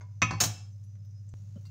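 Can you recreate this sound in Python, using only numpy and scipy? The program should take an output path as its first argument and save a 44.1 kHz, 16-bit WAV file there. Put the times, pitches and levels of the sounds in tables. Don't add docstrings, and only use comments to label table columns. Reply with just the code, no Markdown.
import sys
import numpy as np
from scipy import signal
from scipy.fft import rfft, irfft
from scipy.io import wavfile
from scipy.ndimage import uniform_filter1d

SR = 44100
rng = np.random.default_rng(int(sys.argv[2]) if len(sys.argv) > 2 else 0)


def boost_factor(decibels):
    exponent = np.asarray(decibels, float) / 20
    return 10 ** exponent


def wrap_up_sound(samples):
    columns = np.atleast_2d(samples).T
    tamed = np.clip(columns, -1, 1)
    steps = np.round(tamed * 32767).astype(np.int16)
    wavfile.write(sys.argv[1], SR, steps)


N = 74970
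TIME_S = np.arange(N) / SR
CHANGE_S = 1.33962

# hz, level_db (per Hz)
DULL_CRACK = [(180, -27.5), (300, 1.5), (420, -1.5), (767, -0.5), (1630, -3.5), (2890, -16.5),
              (6140, -10.5), (8500, -32), (16500, -70.5)]
# hz, level_db (per Hz)
METAL_CRACK = [(180, -9.5), (300, -4), (434, -7.5), (1110, -5), (1870, -11), (6570, -2), (12400, -20.5),
               (15000, -8.5), (16500, -21.5)]


def lid():
    lid_hz = [786, 1015, 1110, 1275, 1760, 2100, 2236, 2509, 2715, 3774, 4447, 5986, 7321, 8904]
    # level_db, t60_s
    struck = [(-23, 0.095), (-7.5, 0.092), (-6, .05), (-9.5, 0.16), (-18.5, 0.19), (-4.5, 0.034),
              (-6, 0.17), (-2, 0.14), (-6, 0.066), (-19.5, 0.12), (-23.5, 0.14), (-7, 0.078), (-21, 0.072),
              (-31.5, 0.04383)]
    rock_db = [1, 1, 6, -3, -10, -9, -16, -17, -17, -25, -8, -13.5, -27, -41]
    # hz, level_db (per Hz)
    landing_crack = [(180, -41), (300, -7), (500, -9), (800, -12), (2570, -7), (4930, -18), (6030, -7.5),
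                     (8160, -37.5), (15500, -48)]
    # start_s, ring_db, crack_db, boom_db, contact_s
    landing_hits = [
        (.2186, -19, -19.5, -22.5, 0.0055),
        (.2228, -34.5, -23.5, -26.5, 0.001),
        (.2290, -44.5, -22.5, -26.5, 0.0014),
    ]
    rocking_hits = [
        (.3081, -37, -31, -27.5, 0.006),
        (.3330, -44.5, -47, -29.5, 0.0079),
    ]
    # start_s, level_db, t60_s
    landing_shimmer = [(0.221, -30.5, 0.16)]
    rocking_shimmer = [(0.31, -38.5, 0.19)]
    rocking = [(db, t60) for db, (_, t60) in zip(rock_db, struck)]
    landing = clatter(landing_hits, lid_hz, struck, landing_crack, landing_shimmer)
    return landing + clatter(rocking_hits, lid_hz, rocking, DULL_CRACK, rocking_shimmer)


def spatula():
    spatula_hz = [1110, 1246, 1757, 2650, 4459, 5328, 5459, 6345, 6392, 6514, 7007, 7138, 7560, 14600]
    # level_db, t60_s
    modes = [(-17, .05), (-18, .08), (-14, .06), (-17, .08), (-6, .035), (-6, .08), (-9, .08), (-7, .09),
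             (-8, .09), (0, .08), (-9, .08), (-7, .09), (-8, .05), (-11, .1)]
    # start_s, ring_db, crack_db, boom_db, contact_s
    hits = [
        (.4025, -26, -33, -41.5, 0.003),
        (.4054, -27.5, -24, -32, 0.00091),
        (.4066, -35.5, -15.5, -41.5, 0.0004),
        (.4115, -32.5, -21.5, -32, 0.0079),
        (.4210, -44, -22.5, -36, 0.0018),
        (.4300, -39.5, -31, -41, 0.0024),
        (.4375, -35, -25, -31, 0.012),
        (.4450, -48, -29, -26, 0.0012),
        (.4570, -49.5, -33, -52, 0.0087),
    ]
    # start_s, level_db, t60_s
    shimmer = [(0.403, -24.5, 0.24), (0.436, -33, 0.18)]
    return clatter(hits, spatula_hz, modes, METAL_CRACK, shimmer)


def utensil():
    utensil_hz = [1330, 2110, 2756, 3800, 4237, 4710, 5152, 5890]
    # level_db, t60_s
    modes = [(-14, .03), (-12, .08), (-6, .2), (-9, .03), (-1, .07), (-4, .06), (-5, .04), (-4, .03)]
    # start_s, ring_db, crack_db, boom_db, contact_s
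    hits = [
        (1.6530, -64, -68, -80, 0.002),
        (1.6580, -66, -70, -87, 0.004),
        (1.6680, -65, -70, -87, 0.004),
    ]
    # start_s, level_db, t60_s
    shimmer = [(1.653, -67.5, 0.22)]
    return clatter(hits, utensil_hz, modes, METAL_CRACK, shimmer)


def cup():
    # pitch_hz, level_db, t60_s
    modes = [(968, -8, .2), (1001, -5, .22), (1105, 3, .035), (1480, -2, .045), (2140, 0, .04),
             (6410, -7, .035)]
    # start_s, ring_db, crack_db, boom_db, contact_s
    hits = [
        (.0090, -55.5, -51, -91.5, 0.0029),
        (.0150, -64.5, -55, -87.5, 0.002),
        (.0240, -63.5, -66.5, -93.5, 0.0014),
    ]
    # start_s, level_db, t60_s
    shimmer = [(.0100, -58.5, 0.17)]
    return clatter(hits, [m[0] for m in modes], [m[1:] for m in modes], DULL_CRACK, shimmer)


def clatter(hits, mode_hz, modes, crack, shimmer):
    hob_hz = [66, 108, 165, 215, 282, 345, 525, 790]
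    # level_db, t60_s
    hob_modes = [(-6, .2), (0, .36), (-5, .16), (-7, .16), (-11, .12), (-6, .2), (-7, .25), (-17, .2)]
    hob_push_s = .002
    push, noise, boom = 0, 0, 0
    for start_s, ring_db, crack_db, boom_db, contact_s in hits:
        force = burst(start_s, contact_s / 4)
        push = push + boost_factor(ring_db) * force / force.sum()
        noise = noise + boost_factor(crack_db) * rng.standard_normal(N) * burst(start_s, contact_s)
        soft = np.exp(-((TIME_S - start_s - hob_push_s) / hob_push_s * 2) ** 2)
        boom = boom + boost_factor(boom_db) * soft / soft.sum()
    for start_s, level_db, t60_s in shimmer:
        noise = noise + boost_factor(level_db) * patchy() * burst(start_s, t60_s / np.log(1000))
    hob = ring(boom, [(hz, *mode) for hz, mode in zip(hob_hz, hob_modes)])
    return chime(push, mode_hz, modes) + colour(noise, crack) + hob


def chime(push, mode_hz, modes):
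    wobble_db, wobble_rate_hz, wobble_turns, wobble_at_hz = 3, 60, .12, 3000
    out = 0
    for hz, (level_db, t60_s) in zip(mode_hz, modes):
        decay = np.exp(-np.log(1000) / (abs(t60_s) * SR))
        envelope = signal.lfilter([1], [1, -decay], push)
        level = boost_factor(level_db + wobble_db * walk(wobble_rate_hz))
        wobble = wobble_turns * np.sqrt(hz / wobble_at_hz) * walk(wobble_rate_hz)
        turns = hz * TIME_S + rng.random() + wobble
        out = out + level * envelope * np.sin(2 * np.pi * turns)
    return out


def ring(push, modes):
    out = 0
    for hz, level_db, t60_s in modes:
        pole = np.exp(2j * np.pi * hz / SR - np.log(1000) / (abs(t60_s) * SR))
        out = out + boost_factor(level_db) * signal.lfilter([1], [1, -pole], push).imag
    return out


def patchy():
    spectrum = rfft(rng.standard_normal(N))
    unevenness = boost_factor(4 * walk(700)[:len(spectrum)])
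    x = irfft(spectrum * unevenness, N)
    return x / x.std()


def colour(x, table):
    table_hz, level_db = np.array(table, float).T
    hz = np.maximum(np.arange(2049) * SR / 4096, 1)
    shape_db = np.interp(np.log(hz), np.log(table_hz), level_db, left=level_db[0] - 20.5, right=level_db[-1] - 25.0)
    cepstrum = irfft(shape_db * np.log(10) / 20)
    cepstrum[1:2048] *= 2
    cepstrum[2049:] = 0
    impulse = irfft(np.exp(rfft(cepstrum)))
    return signal.fftconvolve(x, impulse / np.sqrt(np.sum(impulse ** 2)))[:N]


def burst(start_s, fade_s):
    t = TIME_S - start_s
    return (t >= 0) * np.exp(-np.abs(t) / abs(fade_s))


def swell(start_s, length_s):
    phase = np.clip((TIME_S - start_s) / length_s, 0, 1)
    return np.sqrt(np.abs(np.sin(np.pi * phase)))


def band(hz, width_hz):
    x = rng.standard_normal(N)
    for _ in range(2):
        x = ring(x, [(hz, 0, 1.5 / width_hz)])
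    return x / x.std()


def walk(rate_hz):
    k = int(SR / rate_hz)
    drift = uniform_filter1d(uniform_filter1d(rng.standard_normal(N), k), k)
    return (drift - drift.mean()) / drift.std()


def faint_ticks():
    # start_s, level_db, centre_hz, width_hz, length_s
    ticks = [(0.838, -68, 6300, 1500, 0.008), (0.842, -73.5, 10700, 1564, 0.011),
             (0.954, -70.5, 2490, 2480, 0.0084), (1.051, -70, 14800, 1500, .003),
             (1.060, -71, 14600, 2000, 0.0027), (1.049, -71, 5000, 3000, 0.005),
             (1.290, -62, 7200, 900, 0.007), (1.292, -67, 6000, 2000, 0.003),
             (1.564, -75, 3065, 120, 0.026), (1.561, -68.5, 1300, 150, 0.015),
             (1.555, -71, 2300, 2500, 0.004), (1.652, -63, 1330, 200, .007), (1.652, -68, 3800, 500, .004)]
    return sum(boost_factor(db) * band(hz, width_hz) * burst(start_s, length_s)
               for start_s, db, hz, width_hz, length_s in ticks)


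def hand_knocks():
    # start_s, level_db, pitch_hz, length_s
    knocks = [
        (1.5590, -36.5, 187, 0.013),
        (1.5580, -54, 580, 0.018),
        (1.575, -52, 460, 0.0056),
    ]
    out = 0
    for start_s, level_db, hz, length_s in knocks:
        t = TIME_S - start_s
        envelope = swell(start_s, length_s) * (t < length_s)
        out = out - boost_factor(level_db) * envelope * np.sin(2 * np.pi * hz * t)
    return out


def room(x):
    # pitch_hz, width_hz, level_db, t60_s
    pots = [(509, 97, -17.5, .38), (796, 90, -15, .45), (2228, 120, -14, .45), (2663, 160, -15, 0.49),
            (3275, 130, -11.5, .5), (5195, 90, -13, 0.68), (6520, 120, -18, 0.35), (7460, 80, -17.5, 0.52)]
    clears_s, clearing_s = .27, .03
    t, tail = np.arange(SR // 2) / SR, 0
    for low_hz, high_hz, t60_s in ((60, 2000, 0.53), (2001, 7600, 0.48), (7700, 7900, 0.079)):
        band_pass = signal.butter(2, (low_hz, high_hz), "band", fs=SR, output="sos")
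        part = signal.sosfilt(band_pass, rng.standard_normal(len(t)))
        tail = tail + part * np.exp(-np.log(1000) * t / t60_s)
    for hz, width_hz, level_db, t60_s in pots:
        tail = tail + boost_factor(level_db) * band(hz, width_hz)[-len(t):] * np.exp(-np.log(1000) * t / t60_s)
    onset = np.minimum(t / 0.0025, 1)
    tail = tail * onset / (1 + np.exp((t - clears_s) / clearing_s))
    return signal.fftconvolve(x, tail / np.sqrt(np.sum(tail ** 2)))[:N]


def hum():
    # multiple (of mains_hz), peak_db
    mains = [(.5, -72), (1, -40), (2, -70.5)]
    # order (of fan_hz), peak_db
    fan = [(3, -50.5), (4, -62.5)]
    # mains_hz, mains_crest_s, fan_hz (shaft), blade_crest_s
    moments = [
        (100.06, .1118, 38.48, .11131),
        (100.11, 1.44605, 39.10, 1.45131),
    ]
    lines = mains + fan
    drift_db = [0.36 * walk(4) for _ in lines]
    versions = []
    for mains_hz, mains_crest_s, fan_hz, blade_crest_s in moments:
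        turns = [k * mains_hz * (TIME_S - mains_crest_s) for k, _ in mains]
        turns += [k * fan_hz * (TIME_S - blade_crest_s) for k, _ in fan]
        versions.append(sum(boost_factor(db + drift) * np.cos(2 * np.pi * turn)
                            for (_, db), drift, turn in zip(lines, drift_db, turns)))
    fade = np.clip((TIME_S - CHANGE_S) * SR / 3 + .5, 0, 1)
    return versions[0] * (1 - fade) + versions[1] * fade


def fan_air():
    # hz, level_db (per Hz)
    rumble_colour = [(30, -11.5), (70, -17), (130, 4.5), (170, 2.5), (240, -16), (570, -29.5), (800, -30.5),
                     (3000, -36.5)]
    # hz, level_db (per Hz)
    hiss_colour = [(2500, -12), (4000, -5), (5500, -1.5), (6500, 3.5), (7500, -7), (9000, -15),
                   (13000, -15.5), (15700, -11.5)]
    buzz_hz, buzz_db = 57.7, 6.5
    later_db = 3.5 * (TIME_S >= CHANGE_S)
    pulse_db = buzz_db * np.exp(-(TIME_S * buzz_hz % 1) / 0.11)
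    rumble = boost_factor(-62 + later_db) * colour(rng.standard_normal(N), rumble_colour)
    hiss_level = boost_factor(-79.5 + later_db + pulse_db + 1.1 * walk(6.7))
    hiss = hiss_level * colour(rng.standard_normal(N), hiss_colour)
    duct = boost_factor(-83 + 1.0 * walk(4.7)) * band(575, 40)
    return rumble + hiss + duct


def coil_whine():
    # start_s, length_s, pitch_hz, width_hz, level_db
    whines = [(.07, .11, 5130, 25, -83), (.11, .11, 6040, 35, -77), (.70, .07, 6070, 70, -79),
              (.70, .14, 5170, 50, -85), (.82, .18, 6030, 80, -79), (1.02, .14, 6060, 70, -80),
              (.97, .17, 5170, 50, -81), (1.10, .19, 5115, 30, -77), (1.16, .1, 6040, 80, -85),
              (1.27, .07, 6060, 60, -77), (1.33, .09, 5800, 70, -80), (1.34, .2, 6900, 90, -82),
              (.82, .17, 5830, 110, -83), (1.02, .24, 5800, 100, -83), (.88, .1, 5100, 60, -86)]
    return sum(boost_factor(db + 2) * swell(start_s, length_s) * band(hz, width_hz)
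               for start_s, length_s, hz, width_hz, db in whines)


def scene():
    hits = lid() + spatula() + utensil() + cup() + faint_ticks() + hand_knocks()
    low_cut = signal.butter(6, 69, "high", fs=SR, output="sos")
    hits = signal.sosfilt(low_cut, hits)
    return (hits + boost_factor(-15.5) * room(hits) + hum() + fan_air() + coil_whine())[None]


def band_limit(x):
    return signal.sosfilt(signal.butter(12, 16690, fs=SR, output="sos"), x)


def record(dry):
    top_cut = signal.ellip(8, .2, 50, 15650, fs=SR, output="sos")
    cut = signal.sosfiltfilt(top_cut, dry)
    mix = cut + boost_factor(-25.5) * (dry - cut)
    return band_limit(mix)


dry = scene()
out = record(dry)
wrap_up_sound(out)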